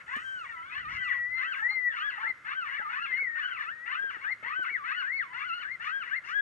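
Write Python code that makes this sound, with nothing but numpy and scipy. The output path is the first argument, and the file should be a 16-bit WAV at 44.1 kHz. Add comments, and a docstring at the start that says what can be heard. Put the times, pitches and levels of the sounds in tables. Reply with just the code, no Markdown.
"""Coyote pack at dusk

Coyotes yip, whoop, howl and whine across a field, off to the left of a camera. Most calls break out
as a harsh bark of chaotic vocal folds and clear into a gliding, whistle-like tone; yips crack as they
fall. Ground and trees scatter the voices. Up close: soft handling bumps, ticks, a sleeve, a wind puff."""
import sys
import numpy as np
from scipy import signal
from scipy.fft import rfft, irfft, next_fast_len
from scipy.io import wavfile
from scipy.ndimage import uniform_filter1d

SR = 44100
rng = np.random.default_rng(int(sys.argv[2]) if len(sys.argv) > 2 else 0)


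def unload_wav(signal):
    """Save mono or channel-first audio to the path in sys.argv[1] as 16-bit WAV at rate SR, clipped to [-1, 1]."""
    wavfile.write(
        sys.argv[1],
        SR,
        np.round(np.clip(np.atleast_2d(signal).T, -1, 1) * 32767).astype(np.int16),
    )


N = 282681
T = np.arange(N) / SR

# Yips. Each row: start, rise and fall in seconds, top pitch in Hz, suddenness of the fall as a power,
# share of pitch lost in it, then in dB: tone, second harmonic at the larynx, level change over the fall,
# opening bark, closing crack, hiss against the bark.
YIPS = [(0.063, 0.2, 0.2, 1581, 3.2, 0.32, -37, -3.5, 1, -36.5, -49.5, -37),
        (0.881, 0.13, 0.13, 1575, 1.4, 0.55, -35, 3, 5, -35, -39, -25.5),
        (1.365, 0.13, 0.069, 1602, 2.3, 0.56, -31.5, 4.5, -2, -34, -37.5, -33),
        (1.913, 0.15, 0.053, 1681, 3.9, 0.35, -26, 5, -8.5, -37, -39.5, -32.5),
        (2.446, 0.13, 0.092, 1568, 1.4, 0.32, -31.5, -5, 1, -33, -39, -45),
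        (3.346, 0.1, 0.061, 1490, 4.4, 0.52, -34, 2.5, -13, -36, -44.5, -39),
        (3.39, 0.09, 0.12, 1618, 2.2, 0.54, -34, 0, -2.5, -43.5, -35, -28),
        (3.856, 0.15, 0.11, 1597, 11, 0.42, -26.5, -5.5, -4.5, -33, -36.5, -43),
        (4.423, 0.165, 0.069, 1540, 4.5, 0.34, -28, -6, -3, -35.5, -38, -42.5),
        (4.834, 0.15, 0.049, 1469, 3.4, 0.36, -30.5, 1, 2, -32, -40.5, -41),
        (5.797, 0.15, 0.1, 1614, 3.9, 0.39, -26, -1, -13, -32.5, -42.5, -32),
        (6.235, 0.13, 0.15, 1648, 5.8, 0.33, -25.5, -3, -4, -37.5, -47, -22.5)]
# Barks with no tone after them. Each row: start and length in seconds, level in dB.
BARE_BARKS = [(0, 0.025, -46), (0.695, 0.13, -35.5)]
# Whoops. Each row: start, rise and fall in seconds, top pitch in Hz, share of pitch lost in the fall,
# then in dB: tone, second harmonic at the larynx, opening bark.
RISING_WHOOPS = [(2.225, 0.0585, 0.0422, 2126, 0.1, -29, -12, -38),
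                 (4.239, 0.0827, 0.016, 2141, 0.17, -26.5, -7.5, -42),
                 (5.643, 0.0874, 0.036, 2144, 0.12, -31.5, -10, -44),
                 (6.109, 0.0611, 0.0246, 2146, 0.12, -26, -12.5, -40.5)]
# Howls. Each row: opening bark in dB, subharmonics of the fully slack voice in dB, a contour.
# Each contour point: time in seconds, pitch in Hz, level in dB, second harmonic at the larynx in dB.
HOWLS = [ (-49.5, -31.5, [(0.94, 2130, -40.5, -7), (1.01, 1976, -31.5, -17.5), (1.23, 1924, -31, -23.5),
         (1.38, 2089, -30.5, -2), (1.48, 1899, -40.5, -19.5), (1.535, 1498, -41.5, -19.5),
         (1.615, 1690, -33.5, -19), (1.645, 1888, -23.5, -16.5), (1.725, 2142, -29.5, 3),
         (1.8, 2003, -26.5, -25), (1.885, 1928, -25, -29), (1.92, 1690, -35, 1), (1.98, 1330, -37, -5.5),
         (2.08, 1140, -45.5, -10.5)]), (-37.5, -6, [(2.66, 1096, -50, -1), (2.72, 1742, -43.5, -15.5),
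         (2.772, 2367, -38.5, -14.5), (2.787, 1790, -27.5, -6.5), (2.83, 1340, -36.5, -11),
         (2.87, 1173, -35, -16), (2.965, 1796, -37, -9), (3.06, 1577, -38, -11), (3.105, 1740, -39, -13),
         (3.135, 2037, -28, -13), (3.21, 2240, -30, -6), (3.29, 1860, -29, -28), (3.39, 1836, -31.5, -13),
         (3.47, 1511, -34.5, -16), (3.56, 1327, -40.5, -4), (3.65, 1142, -46.5, 3),
         (3.69, 1376, -32.5, -5.5), (3.725, 1840, -36.5, -16), (3.8, 1882, -42, -20),
         (3.85, 1966, -40, -28.5), (3.9, 1990, -46.5, -20)]), (-34.5, -9.5, [(2.885, 800, -47, -4.5),
         (2.96, 1055, -40.5, -11.5), (3.03, 1429, -34, 0), (3.055, 1360, -34, 3.5), (3.07, 1100, -40, 14),
         (3.12, 1023, -30.5, 10.5), (3.165, 984, -35, 14), (3.205, 661, -40.5, 11)]),
         (-58.5, -24.5, [(4.65, 1232, -33, 2), (4.685, 1631, -33, -15.5), (4.7, 2235, -32, -12),
         (4.73, 2260, -32.5, -12), (4.757, 1970, -24, -12), (4.79, 1237, -43, -7), (4.83, 1109, -36.5, -17),
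         (4.935, 1994, -39, -15), (5.04, 1463, -31.5, -19.5), (5.135, 2176, -28.5, -13),
         (5.18, 2200, -32.5, -4), (5.204, 1970, -24, -5.5), (5.24, 1160, -40, -4), (5.29, 960, -51, -10.5),
         (5.34, 1044, -37.5, -16)]), (-34, -7, [(5.325, 815, -41, -14), (5.41, 1160, -39, -7),
         (5.465, 1517, -37, -1.5), (5.515, 1320, -28.5, 0.5), (5.56, 1460, -36, 1),
         (5.585, 1407, -33.5, 1.5), (5.613, 1514, -38.5, 8.5), (5.645, 1018, -36.5, 4)]), ]
# Whines, and the rising starts of yips and a whoop.
# Each row: subharmonics of the fully slack voice in dB, a contour laid out like a howl's.
LOW_GLIDES = [(-16.5, [(0.455, 955, -40, 4), (0.51, 929, -40.5, 1.5), (0.535, 875, -37, 4.5)]),
              (-14.5, [(0.46, 1184, -55, 16), (0.53, 1122, -50.5, 9), (0.57, 987, -43.5, -10.5),
              (0.62, 992.2, -44.5, -7), (0.7, 1201, -49.5, 17), (0.76, 1340, -44, 17.5)]),
              (-1.5, [(0.5, 1419, -44.5, -15), (0.56, 1315, -42, -28), (0.63, 1323, -40, -18.5),
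              (0.73, 1702, -48.5, 0), (0.81, 1506, -44.5, 3), (0.86, 1172, -39, -3),
              (0.9, 1348, -39.5, -5.5)]), (-24, [(2.12, 1006, -34.5, 10), (2.17, 910, -39, 0),
              (2.21, 1062, -40, -7), (2.24, 1486, -47, 8)]), (-11.5, [(2.8, 965, -40.5, 15.5),
              (2.87, 1048, -51, 11), (2.92, 1123, -42, 10.5)]), (-11, [(0.07, 800, -49.5, -12),
              (0.17, 1230, -38, -12.5)]), (-13.5, [(4.43, 830, -37.5, -10.5), (4.55, 1280, -35, -11)])]
# Faint moans from the back of the pack. Each row: start in seconds, level in dB.
MOANS = [(1.6, -48.5), (2.171, -41.5), (2.79, -48), (4.177, -49)]
# Throat and mouth resonances, dulled by distance. Each row: frequency in Hz, relative gain in dB.
THROAT_EQ = [(500, -79), (780, -30), (1000, -15), (1280, -1.5), (1600, -1), (2030, 2), (2420, -15),
             (2780, -8.5), (3250, -26), (3600, -20.5), (3900, -32), (4220, -21), (4800, -46), (5150, -44.5),
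             (5600, -34), (6200, -44.5), (8000, -66.5)]
# The camera body's shadow on the right mic. Each row: frequency in Hz, gain in dB, phase lag in radians.
BODY_SHADOW = [(600, 0, 0), (800, -1, 1.1), (1100, -4.5, 1.7), (1350, -4.5, 2.1), (1630, -10, 2.6),
               (1780, -7, 4.1), (2000, -13.5, 5.9), (2300, -8, 5.7), (2900, -3, 7.2), (3700, -3, 8.8),
               (4200, -8, 8.9)]
# Soft bumps on the camera body. Each row: start in seconds, level in dB, ring pitch in Hz.
BODY_BUMPS = [(0.165, -43, 247), (1.766, -52.5, 524.6), (2.243, -50.5, 450), (2.293, -51, 294),
              (2.795, -50, 557), (3.107, -55, 393), (3.14, -53, 310), (3.222, -52.5, 476),
              (4.039, -50.5, 494), (4.168, -54.5, 331), (4.427, -49.5, 633), (4.461, -52.5, 487),
              (4.591, -43.5, 357), (4.712, -53.5, 326)]
# Small sharp ticks. Each row: start in seconds, relative level in dB.
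HANDLING_TICKS = [(0.164, -60), (2.29, -68), (3.66, -73), (3.996, -71), (4.63, -65.5)]
# Sleeve rustle. Each row: time in seconds, level in dB.
SLEEVE_LEVEL = [(0, -79), (0.23, -68.5), (0.57, -79), (0.75, -113), (1.05, -71), (1.3, -90.5), (1.6, -74.5),
                (1.9, -100)]
# Wind on the mic. Each row: time in seconds, level in dB.
WIND_LEVEL = [(0, -70.5), (0.7, -72.5), (0.92, -54.5), (1.1, -66.5), (1.35, -65), (1.55, -89.5)]
# Evening air and mic hiss, with a faint wash of the distant pack.
# Each row: frequency in Hz, relative level in dB.
BED_EQ = [(25, -31), (55, -17), (95, -3.5), (200, -9.5), (450, -10), (900, -12.5), (1400, 4.5), (2000, -4),
          (2550, -10.5), (4000, -22), (7000, -26.5), (10000, -31.5), (12500, -41)]

BARK_GLIDE_HZ, CRACK_GLIDE_HZ = (832.3, 1363), (1197, 849)
HISS_BAND_HZ = (4160, 6400)  # air past the teeth in a hard bark
OVERTONE_DB_PER_OCTAVE, SLACK_RASP_DB = -6.5, 5.5
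YIP_SCOOP, YIP_WOBBLE = .45, .008  # shares of the pitch
YIP_ONSET_DB, YIP_BREAK_DB = -17.5, -3.5  # dips at the start and halfway down the plunge
WHOOP_START_HZ, MOAN_TOP_HZ = 1507, 905
NEAR_ECHO_S, NEAR_ECHO_DB = .00727, -12
TURN_DB = (3, -1)  # right-side gain from start to end, as the camera turns away from the pack
BED_DB, HIGH_CUT_HZ = -57, 13000


def yips():
    """A tone grows out of a bark, climbs unsteadily, then plunges, thins to its overtones and cracks."""
    out = 0
    for (start, rise, fall, top_hz, suddenness, drop,
         tone_db, second_db, end_db, bark_db, crack_db, hiss_db) in YIPS:
        t = np.linspace(0, rise + fall, 100)
        climbed, fallen = np.clip(t / rise, 0, 1), np.clip((t - rise) / fall, 0, 1)
        to_climb = np.cos(np.pi / 2 * climbed ** 1.1) ** 2  # lingers before it climbs
        plunge = drop * fallen ** suddenness
        hz = top_hz * np.maximum(1 - YIP_SCOOP * to_climb - plunge, .25)
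        hz *= 1 + YIP_WOBBLE * wander(t, 40)
        db = tone_db + YIP_ONSET_DB * np.sqrt(to_climb) + end_db * fallen ** 2
        db += YIP_BREAK_DB * np.sin(np.pi * plunge / drop)
        squeezed_db = second_db + 33.5 * plunge ** 2
        out += voice(start + t, hz, db, squeezed_db, sub_db=-9, jitter=.022, flutter_db=2.6, rasp_db=-23)
        out += bark(start, .85 * rise, BARK_GLIDE_HZ, bark_db, hiss_db)
        out += bark(start + rise + fall - .015, .075, CRACK_GLIDE_HZ, crack_db, lateness=.75)
    return out + sum(bark(start, length, BARK_GLIDE_HZ, db) for start, length, db in BARE_BARKS)


def whoops():
    """A short bark leads into a clear tone that scoops steeply up, tips over and stops."""
    out = 0
    for start, rise, fall, top_hz, drop, tone_db, second_db, bark_db in RISING_WHOOPS:
        t = np.linspace(0, rise + fall, 100)
        to_climb = np.cos(np.pi / 2 * np.clip(t / rise, 0, 1) ** .96) ** 1.6
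        fallen = np.clip((t - rise) / fall, 0, 1) ** 2
        hz = top_hz * (1 - drop * fallen) + (WHOOP_START_HZ - top_hz) * to_climb
        db = tone_db - 1.5 * to_climb - 4 * fallen
        out += voice(start + t, hz, db, second_db, sub_db=-12, jitter=.012, flutter_db=2.2, rasp_db=-24)
        out += bark(start - .071, .13, BARK_GLIDE_HZ, bark_db)
    return out


def howls():
    """Long calls that open with a bark, then waver up and down."""
    out = 0
    for bark_db, sub_db, contour in HOWLS:
        times, hz, db, second_db = np.transpose(contour)
        out += voice(times, hz, db, second_db, sub_db, jitter=.008, flutter_db=.73, rasp_db=-27)
        out += bark(times[0], .14, BARK_GLIDE_HZ, bark_db)
    return out


def low_glides():
    """Low gliding tones: whines between the yips, and the rising starts of yips and a whoop."""
    return sum(voice(*np.transpose(contour), sub_db, jitter=.007, flutter_db=2, rasp_db=-33)
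               for sub_db, contour in LOW_GLIDES)


def moans():
    """Short low calls, each a shallow arch of pitch and level."""
    along = np.linspace(0, 1, 20)
    off_top = (2 * along - 1) ** 2
    hz = MOAN_TOP_HZ * (1 - .11 * off_top)
    return sum(voice(start + .14 * along, hz, db - 1.5 * off_top, second_db=-21.5,
                     sub_db=-2, jitter=.025, flutter_db=6.5, rasp_db=-25.5) for start, db in MOANS)


def voice(times, pitch_hz, db, second_db, sub_db, jitter, flutter_db, rasp_db):
    """One gliding tone: steady when high, rough as the pitch drops and the folds go slack."""
    t = np.arange(times[0], times[-1], 1 / SR)
    hz = uniform_filter1d(np.interp(t, times, pitch_hz), size=440, mode="nearest")
    second_db = np.interp(t, times, second_db + np.zeros(len(times)))
    slack = np.clip((1550 - hz) / 500, 0, 1)
    hz *= 1 + .0019 * wander(t, 70) + jitter * slack * wander(t, 500)
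    fades = np.clip(np.minimum(t - t[0], t[-1] - t) / .01, 0, 1)
    envelope = fades * undb(np.interp(t, times, db) + flutter_db * wander(t, 70))
    # pressed calls with strong overtones rasp more, and so do slack ones
    rasp = undb(rasp_db + np.minimum(second_db, 4) + SLACK_RASP_DB * slack) * noise(len(t), THROAT_EQ)
    tone = larynx(hz, second_db, undb(sub_db) * slack)
    return place(times[0], envelope * (tone + rasp))


def bark(start, length, glide_hz, db, hiss_db=-35, lateness=1.085):
    """The folds flap chaotically: smeared harmonics and subharmonics over throat rasp and hiss."""
    t = np.arange(start, start + length, 1 / SR)
    along = np.linspace(0, 1, len(t))
    # a harder push is louder and wilder; lateness over 1 peaks late, under 1 early
    push = np.abs(np.sin(np.pi * along ** lateness)) ** .41
    lurch = .022 * wander(t, 450) + .04565 * wander(t, 70)
    hz = np.interp(along, [0, 1], glide_hz) * (1 + push * lurch)
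    folds = larynx(hz, second_db=2, sub_gain=undb(-2 + 8.4 * wander(t, 69.8)))
    rasp = undb(-7) * push * noise(len(t), THROAT_EQ)
    shimmer = undb(2 * wander(t, 300))
    hiss = undb(hiss_db) * push * band(len(t), *HISS_BAND_HZ)
    return place(start, undb(db) * push * (folds * shimmer + rasp + hiss))


def larynx(hz, second_db, sub_gain):
    """Harmonics shaped by the throat; unequal alternate cycles put subharmonics between them."""
    t = T[:len(hz)]
    phase = 2 * np.pi * np.cumsum(hz) / SR
    wave, power = 0, 0
    for ratio in np.arange(1, 11) / 2:
        # a pressed voice lifts the second harmonic; the higher ones roll off from there
        source_db = second_db * np.clip(np.log2(ratio), 0, 1)
        source_db += OVERTONE_DB_PER_OCTAVE * np.log2(max(ratio / 2, 1))
        gain = eq_gain(THROAT_EQ, ratio * hz) * undb(source_db) * (sub_gain if ratio % 1 else 1)
        # moving air fades and smears each overtone separately
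        fading = undb(4 * wander(t, 70)) if ratio > 1 else 1
        smear = .5 * max(ratio - 1, 0) * wander(t, 260)
        wave += gain * fading * np.sin(ratio * phase + smear + rng.uniform(0, 2 * np.pi))
        power += gain ** 2 / 2
    return wave / np.sqrt(power)


def field(voices):
    """The voices reach both mics with echoes off the ground and the tree line."""
    # each glide beats against its own near echo and breaks into chatter
    voices = voices + undb(NEAR_ECHO_DB) * np.interp(T - NEAR_ECHO_S, T, voices, left=0)
    left = voices + undb(-12) * scatter(voices, predelay_s=.003, t60_s=.12)
    right_ground = undb(-14.5) * scatter(voices, predelay_s=.0043, t60_s=.1)
    right = (camera_shadow(left) + right_ground) * undb(np.linspace(*TURN_DB, N))
    trees = np.array([scatter(voices, predelay_s=.03, t60_s=.55) for _ in range(2)])
    return np.array([left, right]) + undb(-24) * trees


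def scatter(x, predelay_s, t60_s):
    """A cloud of weak echoes that fades in after the predelay and dies away."""
    t = T[:SR]
    echoes = rng.standard_normal(SR) * undb(-60 * t / t60_s) * np.clip(t / predelay_s - 1, 0, 1)
    return signal.fftconvolve(x, echoes / np.sqrt(np.sum(echoes ** 2)))[:N]


def camera_shadow(x):
    """Sound from the left bends round the camera body and arrives later and weaker."""
    points_hz, db, lag = np.transpose(BODY_SHADOW)
    size = next_fast_len(N + SR)
    hz = np.fft.rfftfreq(size, 1 / SR)
    shadow = undb(np.interp(hz, points_hz, db)) * np.exp(-1j * np.interp(hz, points_hz, lag))
    padded = np.pad(x, (0, SR // 10), mode="reflect", reflect_type="odd")
    return irfft(rfft(padded, size) * shadow, size)[:N]


def handling():
    """Close foley: a sleeve rustles, bumps briefly ring the camera body, small ticks snap."""
    out = undb(np.interp(T, *np.transpose(SLEEVE_LEVEL))) * band(N, 5300, 8100)
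    t = T[:SR // 10]
    for start, db, hz in BODY_BUMPS:
        ring = np.sin(2 * np.pi * hz * t) * np.exp(-t / .0064)
        thud = band(len(t), 97, 700) * np.exp(-t / .0077)
        out += place(start, undb(db) * (ring + .87 * thud))
    for start, db in HANDLING_TICKS:
        out += place(start, undb(db + 5.5) * band(len(t), 1500, 9000) * np.exp(-t / .0062))
    return out


def evening_bed():
    """Air, mic hiss and a faint wash of the distant pack, nearly centred, with one puff of wind."""
    centre, left, right = (noise(N, BED_EQ) for _ in range(3))
    bed = undb(BED_DB) * (centre + .5 * np.array([left, right]))
    wind_db = np.interp(T, *np.transpose(WIND_LEVEL)) + 2 * wander(T, 25)
    return bed + undb(wind_db) * band(N, 45, 145)


def undb(db):
    """Decibels to gain."""
    return 10 ** (np.asarray(db) / 20)


def unit(x):
    """Scale to an rms of 1."""
    return x / np.sqrt(np.mean(x ** 2))


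def eq_gain(curve, hz):
    """Gain of a (Hz, dB) curve at the given frequencies."""
    points_hz, db = np.transpose(curve)
    return undb(np.interp(np.log(np.maximum(hz, 1)), np.log(points_hz), db))


def noise(size, curve):
    """Noise coloured by a (Hz, dB) curve, with an rms of 1."""
    fft_size = next_fast_len(size + SR)
    gain = eq_gain(curve, np.fft.rfftfreq(fft_size, 1 / SR))
    return unit(irfft(rfft(rng.standard_normal(size), fft_size) * gain, fft_size)[:size])


def band(size, lo_hz, hi_hz):
    """Band of noise with an rms of 1."""
    sos = signal.butter(2, [lo_hz, hi_hz], "band", fs=SR, output="sos")
    return unit(signal.sosfilt(sos, rng.standard_normal(N)[:size]))


def wander(t, rate):
    """Random modulator: straight ramps between bounded values, rate of them a second."""
    values = np.clip(rng.standard_normal(8192), -2, 2)
    return np.interp((t - t[0]) * rate, np.arange(len(values)), values)


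def place(start, x):
    """Lay x on a silent track at the start time."""
    track = np.zeros(N)
    i = max(int(start * SR), 0)
    track[i:i + len(x)] = x[:max(N - i, 0)]
    return track


def scene():
    """The pack far off, the camera close by, the quiet field around."""
    pack = yips() + whoops() + howls() + moans() + low_glides()
    return field(pack) + handling() + evening_bed()


def record(dry):
    """The top end is cut, and the sound ends with a 4 ms fade-out."""
    fade = np.clip((T[-1] - T) / .004, 0, 1)
    high_cut = signal.ellip(8, .2, 70, HIGH_CUT_HZ, fs=SR, output="sos")
    return signal.sosfilt(high_cut, dry * fade)


dry = scene()
out = record(dry)
unload_wav(out)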